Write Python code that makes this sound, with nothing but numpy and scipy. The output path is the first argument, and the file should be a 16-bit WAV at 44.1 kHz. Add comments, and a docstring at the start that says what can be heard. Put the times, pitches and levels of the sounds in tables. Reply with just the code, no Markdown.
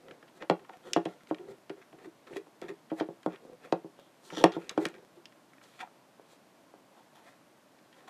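"""Knocks of a plastic camera and its mount on a wooden table: each sends a dispersive bending pulse
through the board, on which the microphone lies, and sets its decaying modes ringing.
Latches and edges click as short bursts of resonant noise; fingers and plastic rub as dense random
slips that drive the resonances of board and shell, with a rustle of skin and cloth.
A short dull reverberation follows, and a small quiet room hisses underneath as steady shaped noise."""
import sys
import numpy as np
from scipy import signal
from scipy.fft import rfft, irfft
from scipy.io import wavfile

SR = 44100
rng = np.random.default_rng(int(sys.argv[2]) if len(sys.argv) > 2 else 0)


def log_audio(samples):
    """Write samples as a 16-bit WAV file to the path given in sys.argv[1]."""
    # one column per channel
    frames = np.atleast_2d(samples).T
    # limit to full scale, then quantise
    limited = np.clip(frames, -1, 1)
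    pcm = np.round(limited * 32767).astype(np.int16)
    wavfile.write(sys.argv[1], SR, pcm)


N = 356857

# Spectrum of the room's hiss. Each row: frequency in Hz, relative density in dB per Hz.
HISS_SPECTRUM = [(18, -92.5), (30, -38), (95, -21), (124, -7.5), (321, -2.5), (357, -6.5), (516, -9),
                 (558, -3.5), (786, -9), (1110, -10), (1200, -14), (1520, -14), (1830, -17), (13200, -31),
                 (16200, -46)]
# Spectrum of skin and cloth rustle. Each row: frequency in Hz, relative density in dB per Hz.
RUSTLE_SPECTRUM = [(2350, -10.5), (4000, 5), (5280, -4.5), (6000, -2.5), (7840, -1.5), (13800, -13),
                   (16000, -13)]
# Modes of the wooden board. Each row: frequency in Hz, relative level in dB, undamped decay time t60 in s.
BOARD_MODES = [(178, -8.5, 0.13), (244, -30.5, 0.053), (319, -8.5, 0.2), (332.7, -4.5, 0.16),
               (394.8, -3, 0.1), (436.2, -8, 0.15), (480.6, 0, 0.066), (546, -5, 0.11), (588, 3.5, 0.029),
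               (652.5, 1, 0.039), (704, -2, 0.073), (769, -3, 0.094), (842, -3.5, 0.1), (908, 2.5, 0.042),
               (1121, -4.5, 0.035), (1169, -7, 0.032), (1336, -15, 0.063), (1417, -10.5, 0.056),
               (1590, -8.5, 0.03), (1688, -14, 0.032), (1880, -19.5, 0.03), (2056, -22.5, 0.05)]
# Resonances of the plastic shell. Each row: frequency in Hz, width of one resonator in Hz, relative level in dB.
SHELL_RESONANCES = [(1437, 210, -3), (1965, 1000, 2.5), (2435, 444, -3.5), (3380, 1020, 2),
                    (4080, 520, -14.5), (4970, 400, -12), (5800, 590, -10), (7080, 720, -11),
                    (8300, 1200, -17.5), (11000, 2160, -16), (13800, 2600, -33)]
# Strokes of fingers and plastic. Each row: peak time in seconds, rise in s, fall in s, drag on the board in dB,
# favoured board mode in Hz, plastic scrape in dB, favoured shell resonance in Hz, skin and cloth rustle in dB
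# (levels before the gain of each layer).
STROKES = [(.1, 0.13, 0.11, -50.5, 445, -65, 1910, -86), (.375, 0.05, 0.025, -58, 397, -61.5, 1820, -67),
           (0.421, 0.025, 0.027, -41, 580, -48, 2160, -88), (.63, 0.11, 0.035, -57, 407, -69, 1680, -89),
           (.694, 0.0068, 0.011, -43, 800, -50, 1470, -85), (0.732, 0.016, 0.048, -49, 690, -55, 1520, -76),
           (0.87, 0.062, 0.12, -50.5, 460, -51, 1510, -65.5),
           (0.922, 0.03, 0.028, -46, 363, -87, 1970, -75), (1.109, 0.18, 0.1, -51.5, 580, -56.5, 1580, -73),
           (1.214, 0.026, 0.024, -72, 322, -61, 1660, -82), (1.296, 0.027, 0.016, -55, 364, -63, 2100, -62),
           (1.394, 0.024, 0.17, -45, 357, -65, 1610, -80),
           (1.511, 0.062, 0.029, -42, 410, -57, 1760, -66.5),
           (1.773, 0.015, 0.049, -50.5, 370, -64, 1550, -87),
           (1.822, 0.018, 0.019, -64, 366, -55.5, 1900, -83),
           (1.935, 0.015, 0.17, -56, 596, -81, 1450, -92), (2.061, 0.09, 0.013, -47, 367, -56.5, 1880, -69),
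           (2.276, 0.013, 0.026, -55.5, 456, -51, 1620, -72),
           (2.335, 0.061, 0.03, -43.5, 390, -58, 1900, -66),
           (2.368, 0.025, 0.025, -55, 390, -46, 2400, -55), (2.626, 0.015, 0.07, -37, 365, -51, 1810, -70),
           (2.69, 0.016, 0.028, -39.5, 383, -44.5, 2100, -62.5),
           (2.998, 0.047, 0.0073, -38, 670, -49, 1940, -56.5),
           (3.336, 0.046, 0.037, -48.5, 410, -48.5, 2260, -82),
           (3.455, 0.05, 0.033, -57, 520, -82, 2330, -72), (3.525, 0.14, 0.036, -51, 500, -97, 1870, -85),
           (3.652, 0.043, 0.048, -50, 560, -54, 2120, -67.5), (4.0, 0.032, 0.11, -65, 564, -63, 3600, -79),
           (4.255, 0.046, 0.12, -62.5, 340, -64.5, 6040, -60),
           (4.28, 0.059, 0.062, -79, 340, -66.5, 8200, -64), (4.275, .08, .06, -78, 340, -76, 11300, -70),
           (4.33, 0.053, 0.024, -37.5, 296, -56.5, 3160, -66.5),
           (4.335, 0.07, 0.087, -71, 340, -59, 5500, -75.5), (4.395, 0.11, 0.04, -54, 344, -38, 5680, -70),
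           (4.39, .1, .04, -77, 340, -52.5, 4700, -81.5), (4.4, .09, .04, -75.5, 340, -53, 7300, -79),
           (4.39, 0.066, 0.065, -53.5, 370, -41.5, 3360, -56),
           (4.425, 0.051, 0.022, -36, 502, -51, 2380, -58),
           (4.521, 0.0089, 0.022, -45, 446, -59, 1980, -80),
           (4.559, 0.037, 0.021, -45, 418, -41.5, 1490, -79),
           (4.62, 0.082, 0.15, -55, 447, -55.5, 2250, -69.5),
           (4.715, 0.024, 0.031, -54, 520, -62, 2960, -87),
           (4.826, 0.058, 0.078, -32, 346, -51.5, 1940, -56.5),
           (4.545, .04, 0.033, -73, 400, -51, 3600, -73.5), (4.9, .02, 0.024, -60, 300, -75, 1840, -69),
           (4.948, 0.036, 0.11, -50, 435, -73, 2150, -77), (5.166, 0.031, 0.066, -53, 350, -76, 1780, -89),
           (5.632, 0.012, 0.096, -64, 605, -62.5, 1740, -64.5),
           (5.69, 0.07, 0.12, -78, 550, -63, 11200, -72), (5.76, 0.069, 0.11, -79, 550, -62, 2800, -69),
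           (5.811, 0.027, 0.033, -50, 797, -41, 2420, -60), (5.832, 0.035, 0.011, -40, 790, -49, 2000, -75),
           (6.32, 0.067, 0.065, -69, 447, -62.5, 2650, -65),
           (6.98, 0.085, 0.11, -61, 810, -62, 10500, -76.5),
           (7.165, 0.044, 0.067, -60, 845, -54.5, 10700, -76),
           (7.245, 0.057, 0.056, -75, 800, -60, 10500, -80),
           (7.286, 0.1, 0.088, -60, 694, -59.5, 1960, -68),
           (7.97, 0.021, 0.16, -55.5, 654, -62.5, 1850, -72),
           (8.082, 0.0083, 0.017, -49, 872, -44, 1470, -62)]
# Plastic clicks. Each row: start in seconds (before the fixed offset), body peak in dB, pitch in Hz,
# bright edge in dB relative to the body, decay time t60 of the body in s.
CLICKS = [(0.0828, -44, 1840, -29, 0.018), (0.109, -42, 1820, -35, 0.025), (0.2258, -47, 1720, -29, 0.022),
          (0.277, -52.5, 2290, -18, 0.056), (0.421, -37, 2320, -20, 0.0033), (0.43, -45, 2420, -35, 0.019),
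          (0.4977, -19, 1970, -10, 0.017), (0.5079, -33, 2040, -16, 0.025), (0.513, -58, 1750, -21, 0.03),
          (0.5933, -51, 1850, -29, 0.016), (0.6465, -48.5, 1500, -25, 0.03), (0.734, -48, 1835, -25, 0.04),
          (0.9325, -15, 4040, -21, 0.016), (0.963, -30.5, 1800, -9, 0.059), (1.053, -33.5, 1980, -7, 0.047),
          (1.271, -45.5, 2380, -26, 0.018), (1.3001, -47.5, 1850, -32, 0.1),
          (1.3449, -38, 2440, -19, 0.011), (1.3828, -44.5, 1830, -24, 0.019),
          (1.695, -37, 1900, -10, 0.039), (1.926, -51, 1810, -27, 0.019), (1.986, -52.5, 1890, -18, 0.034),
          (2.27, -46.5, 1890, -25, 0.04), (2.277, -57, 3300, -25, 0.017), (2.333, -43.5, 1890, -24, 0.042),
          (2.358, -48, 2000, -30, 0.033), (2.3665, -35, 2730, -25, 0.027), (2.368, -38, 9000, -30, 0.0086),
          (2.6152, -42.5, 2370, 2.5, 0.019), (2.649, -56, 2380, -20, 0.024), (2.683, -49, 2200, -20, 0.03),
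          (2.6912, -47, 2480, -29, 0.026), (2.705, -59, 1950, -25, 0.033), (2.899, -46.5, 1760, -23, 0.15),
          (2.998, -30, 2070, -32, 0.075), (3.23, -48.5, 1920, -1, 0.028), (3.261, -35.5, 1770, -8, 0.02),
          (3.3584, -43, 1910, -30, 0.014), (3.723, -27, 2850, -17, 0.022), (4.301, -38.5, 1780, -16, 0.037),
          (4.371, -41, 3280, -12, 0.03), (4.4393, -13, 1910, -1, 0.022), (4.456, -34, 1780, -8, 0.073),
          (4.5189, -37, 2850, -29, 0.054), (4.669, -59, 1880, 4, 0.021), (4.6932, -21.5, 4000, -20, 0.015),
          (4.694, -43, 3040, -30, 0.064), (4.698, -39, 1300, -35, 0.1), (4.763, -54, 2160, -39, 0.032),
          (4.7755, -34, 1820, -10, 0.042), (4.8528, -20, 2540, -5.5, 0.024), (4.864, -47, 2210, 9, 0.038),
          (4.885, -49.5, 1880, 9, 0.028), (4.94, -45, 1900, -12, 0.029), (4.949, -47.5, 2030, -25, 0.018),
          (4.961, -50, 2000, -22, 0.015), (4.98, -53, 2020, -25, 0.019), (5.255, -34, 3100, -25, 0.018),
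          (5.3223, -53, 1960, -6, 0.019), (5.533, -47.5, 1630, -17, 0.031), (5.581, -51, 1840, -29, 0.016),
          (5.612, -50.5, 1660, -23, 0.033), (5.6364, -48.5, 4470, -6, 0.028),
          (5.791, -42.5, 2000, -8, 0.043), (5.802, -37, 2380, -25, 0.041), (5.8732, -47.5, 910, -28, 0.015),
          (7.787, -54, 2510, -18, 0.02), (7.926, -51, 2680, -29, 0.032), (7.9413, -54, 2120, -21, 0.025),
          (7.987, -54, 2700, -21, 0.02)]
# Knocks on the board. Each row: time of the crest in seconds, crest level of the pulse in dB,
# time constant of the contact in ms, favoured mode in Hz, ring in dB relative to the crest,
# boost of the favoured mode in dB.
KNOCKS = [(0.229, -47, 0.24, 560, -4.5, 2), (0.4253, -27.5, 0.059, 337, -15, 3),
          (0.5001, -8, 0.18, 600, -11, 9), (0.6967, -34.5, 0.08, 840, -18, 4),
          (0.964, -10, 0.2, 333, -10.5, 6.5), (1.059, -21, 0.36, 330, -5.5, -1),
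          (1.3123, -16.5, 0.29, 317, -12, 8.5), (1.7022, -28.5, 0.37, 395, -14, 22.5),
          (1.931, -42, 0.14, 390, -11, 8.5), (2.0676, -46, 0.55, 342, -1.5, 16),
          (2.3633, -28, 0.31, 393, -20, 28.5), (2.4703, -45.5, 0.15, 328, -10, 2),
          (2.6225, -32, 0.26, 385, -17.5, 6), (2.6894, -41.5, 0.35, 392, -6, 14),
          (2.7125, -38.5, 0.47, 387, -6, 15.5), (2.918, -22, 0.4, 348, -7.5, 4.5),
          (3.0102, -16.5, 0.29, 343, -10, 6), (3.089, -27.5, 0.45, 337, -5, 4),
          (3.263, -15, 0.29, 317, -9, 2.5), (3.4521, -38, 0.48, 314, -24, 2),
          (3.7263, -10, 0.27, 324, -11, -0.5), (3.8468, -32.5, 0.56, 325, -2.5, 7.5),
          (3.991, -41.5, 0.21, 587, -18, 7), (4.3261, -32.5, 0.42, 323, -1, 4),
          (4.3739, -26.5, 0.32, 323, -5.5, 7.5), (4.4114, -30.5, 0.29, 892, -7.5, 9.5),
          (4.4414, -0.7, 0.21, 1130, -11.5, 9), (4.567, -22, 0.42, 320, -4, 3.5),
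          (4.7784, -12.5, 0.29, 330, -11, 8.5), (4.8603, -22.5, 0.43, 326, -22, 11),
          (5.1736, -59, 0.81, 385, -3, 6), (6.1974, -41, 0.22, 447, -19, 11),
          (6.333, -47, 0.2, 285, -15, 4), (6.74, -40, 0.2, 577, -14, 2)]

HISS_DB = -62
ROOM_T60_S, ROOM_DB = 0.17, -16.5
STOPBAND_HZ = 16300
BASS_LEAK_DB = -15   # slow push that still reaches the microphone through the table

SWELL_DB = 20.5   # a stroke is this much down one rise or fall from its peak
SWELL_CURVE = 1.3   # exponent: 1 pointed, 2 round
CLUMP_DB, CLUMP_HZ = 2, 147   # unevenness of friction and the upper limit of its rate

CLICK_OFFSET_S = .0005   # fixed offset added to every click's tabulated start
SOFT_DB, HARD_DB = -50, -22   # clicks grow sharper and broader from the one level to the other
SOFT_RISE_S = 0.00074   # time constant of a soft touch
SOFT_SPAN, HARD_SPAN = 1.56, 1.83   # reach of the snap around its pitch, as a ratio

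BEND_DELAY_S = .0004   # travel time through the board at 500 Hz
DAMPED_AFTER_S = .075   # the hand settles and stills the board
DETUNE = 0.012   # random spread of each mode's pitch from knock to knock, as a share


def amp(db):
    """Level and amplitude: 20 dB make a factor of ten."""
    return 10 ** (np.asarray(db) / 20)


def rms_one(x):
    """Normalisation of mean power: the rms becomes 1."""
    return x / np.sqrt(np.mean(x ** 2) + 1e-20)


def passed(x, hz, kind, order=2):
    """Butterworth filtering: a maximally flat passband."""
    return signal.sosfilt(signal.butter(order, hz, kind, fs=SR, output="sos"), x)


def ring(x, hz, t60):
    """Damped resonance: a unit impulse excites a decaying sine of initial height about 1."""
    radius = amp(-60 / (t60 * SR))
    angle = 2 * np.pi * hz / SR
    feedback = [1, -2 * radius * np.cos(angle), radius * radius]
    return signal.lfilter([0, np.sin(angle)], feedback, x + 1e-18)


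def coloured(spectrum):
    """Spectral shaping of white noise, interpolated over log frequency; rms 1."""
    hz, db = np.transpose(spectrum)
    axis = np.maximum(np.fft.rfftfreq(N, 1 / SR), 1)
    gain = amp(np.interp(np.log(axis), np.log(hz), db))
    return rms_one(irfft(rfft(rng.standard_normal(N)) * gain, N))


def grains(per_s, spread_db):
    """Friction as a random train of micro-impacts of uneven size and either sign; rms 1."""
    sizes = amp(spread_db * np.minimum(rng.exponential(1, N), 4))
    signs = rng.choice([-1, 1], N)
    return rms_one(sizes * signs * (rng.random(N) < per_s / SR))


def favour(hz, favoured_hz, boost_db):
    """Modal excitation: the place of contact drives the modes near one pitch harder."""
    return amp(boost_db * np.exp(-(np.log(hz / favoured_hz) / 0.23) ** 2))


def add(out, s, sound):
    """Superposition: mix a short sound in at time s."""
    at = round(s * SR)
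    out[at:at + len(sound)] += sound[:N - at]


def hiss():
    """Stationary noise: the quiet room's steady spectrum."""
    return amp(HISS_DB) * coloured(HISS_SPECTRUM)


def room(x):
    """Reverberation as convolution with a short dull tail: decaying noise that starts after 3 ms."""
    t = np.arange(SR // 4) / SR
    decay = amp(-60 * t / ROOM_T60_S) * (t > .003)
    tail = passed(rng.standard_normal(len(t)) * decay, [600, 2600], "band", order=1)
    return signal.fftconvolve(x, tail / np.sqrt(np.sum(tail ** 2)))[:N]


def strokes():
    """Incoherent addition: strokes swell and die by one rule, favour nearby resonances, and sum in power."""
    board_hz, shell_hz = np.array(BOARD_MODES)[:, :1], np.array(SHELL_RESONANCES)[:, :1]
    drag, scrape = np.zeros((len(BOARD_MODES), N)), np.zeros((len(SHELL_RESONANCES), N))
    rustle = np.zeros(N)
    for s, rise, fall, drag_db, on_board_hz, scrape_db, on_shell_hz, rustle_db in STROKES:
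        first = max(int((s - 3 * rise) * SR), 0)
        last = min(int((s + 3 * fall) * SR), N)
        on = slice(first, last)
        t = np.arange(first, last) / SR - s
        swell = amp(-SWELL_DB * np.where(t < 0, -t / rise, t / fall) ** SWELL_CURVE)
        board_gain = amp(drag_db) * favour(board_hz, on_board_hz, boost_db=20.0)
        shell_gain = amp(scrape_db) * favour(shell_hz, on_shell_hz, boost_db=10.0)
        drag[:, on] += board_gain ** 2 * swell ** 2
        scrape[:, on] += shell_gain ** 2 * swell ** 2
        rustle[on] += (amp(rustle_db) * swell) ** 2
    return np.sqrt(drag), np.sqrt(scrape), np.sqrt(rustle)


def rubbing():
    """Friction-driven resonance: dense slips excite board and shell, with a noise of skin and cloth."""
    drag, scrape, rustle = strokes()
    slips = grains(per_s=900, spread_db=1.5)
    board = np.zeros(N)
    for k, (hz, db, t60) in enumerate(BOARD_MODES):
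        sign = (-1) ** k
        # 0.31: the modes ring shorter here than the table's t60
        board += sign * amp(db) * ring(slips * drag[k], hz, 0.31 * t60)
    # the surfaces catch and let go
    unevenness = rms_one(passed(rng.standard_normal(N), CLUMP_HZ, "low"))
    grit = rms_one(grains(per_s=5700, spread_db=5.5) * amp(CLUMP_DB * unevenness))
    shell = np.zeros(N)
    for (hz, width, db), gain in zip(SHELL_RESONANCES, scrape):
        t60 = np.log(1000) / (np.pi * width)
        resonance = ring(ring(grit, hz, t60), hz, t60)
        shell += amp(db) * gain * rms_one(resonance)
    return amp(-32.0) * board + amp(-13.5) * shell + amp(-0.5) * rustle * coloured(RUSTLE_SPECTRUM)


def clicks():
    """Transient excitation: decaying noise in a broad resonance, a shorter bright edge, a brief shell ring."""
    out, size = np.zeros(N), 4000
    t = np.arange(size) / SR
    noises = rng.standard_normal((len(CLICKS), 2, size))
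    for (s, db, hz, edge_db, t60), noise in zip(CLICKS, noises):
        hard = np.clip((db - SOFT_DB) / (HARD_DB - SOFT_DB), 0, 1)
        span = SOFT_SPAN + (HARD_SPAN - SOFT_SPAN) * hard
        rise_s = SOFT_RISE_S * (1 - hard) + 1 / SR
        noise = noise * (1 - np.exp(-t / rise_s))
        burst = noise[0] * amp(-60 * t / t60)
        body = passed(burst, [hz / span, hz * span], "band")
        own_note = ring(burst, hz, t60=0.014)
        body = body / np.abs(body).max() + amp(-30) * own_note
        body = body / np.abs(body).max()
        edge = passed(noise[1] * amp(-60 * t / (0.38 * t60)), [3500, 10000], "band")
        edge = edge / np.abs(edge).max()
        add(out, s + CLICK_OFFSET_S, amp(db) * (body + amp(edge_db) * edge))
    shell = sum(amp(db) * ring(out, hz, t60=0.012) for hz, width, db in SHELL_RESONANCES)
    return passed(out + amp(-35.5) * shell, 6700, "low", order=1)


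def knocks():
    """Dispersion and modal decay: one bending pulse, treble first, whose modes start nearly in step."""
    out, size = np.zeros(N), 12000
    axis, t = np.fft.rfftfreq(size, 1 / SR), np.arange(size) / SR
    # bending waves: speed grows as the root of frequency
    bending = np.exp(-4j * np.pi * BEND_DELAY_S * np.sqrt(500 * axis))
    hz, level_db, t60 = np.transpose(BOARD_MODES)[:, :, None]
    spread = rng.standard_normal((len(KNOCKS), 3, len(BOARD_MODES), 1))
    returning = 1 - np.exp(-(t / 0.004) ** 2)   # reflections return
    damping = np.exp(-(t / DAMPED_AFTER_S) ** 3.6)
    for knock, (strength, lag, shift) in zip(KNOCKS, spread):
        s, db, contact_ms, favoured_hz, ring_db, boost_db = knock
        tau = contact_ms / 1000
        # the stiff board passes little slow force
        push = passed(t ** 3 * np.exp(-t / tau), 550, "high")
        pulse = irfft(rfft(push) * bending, size)
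        crest = pulse.argmax()
        pulse = pulse / pulse[crest]
        # a long contact leaves the upper modes quiet
        soft = (1 + (2 * np.pi * hz * tau) ** 2) ** -.75
        gain = amp(level_db + ring_db + 2.4 * strength) * soft * favour(hz, favoured_hz, boost_db)
        phase = 2 * np.pi * hz * (1 + DETUNE * shift) * t + .5 * lag - .6
        modes = np.sum(gain * amp(-60 * t / t60) * np.cos(phase), axis=0)
        pulse[crest:] += (modes * damping * returning)[:size - crest]
        add(out, s - crest / SR, amp(db) * pulse)
    return out


def scene():
    """Radiation and superposition: the handling sounds lose deep bass, gain a room tail and join the hiss."""
    touch = rubbing() + clicks() + knocks()
    near = passed(touch, 150, "high", order=5)   # small things radiate little deep bass
    near = near + amp(BASS_LEAK_DB) * passed(touch, 95, "low")
    return (near + amp(ROOM_DB) * room(near) + hiss())[None]


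def record(dry):
    """Band limitation: a steep low-pass, 70 dB down from the stopband edge upward."""
    return signal.sosfilt(signal.cheby2(12, 70, STOPBAND_HZ, fs=SR, output="sos"), dry)


dry = scene()
out = record(dry)
log_audio(out)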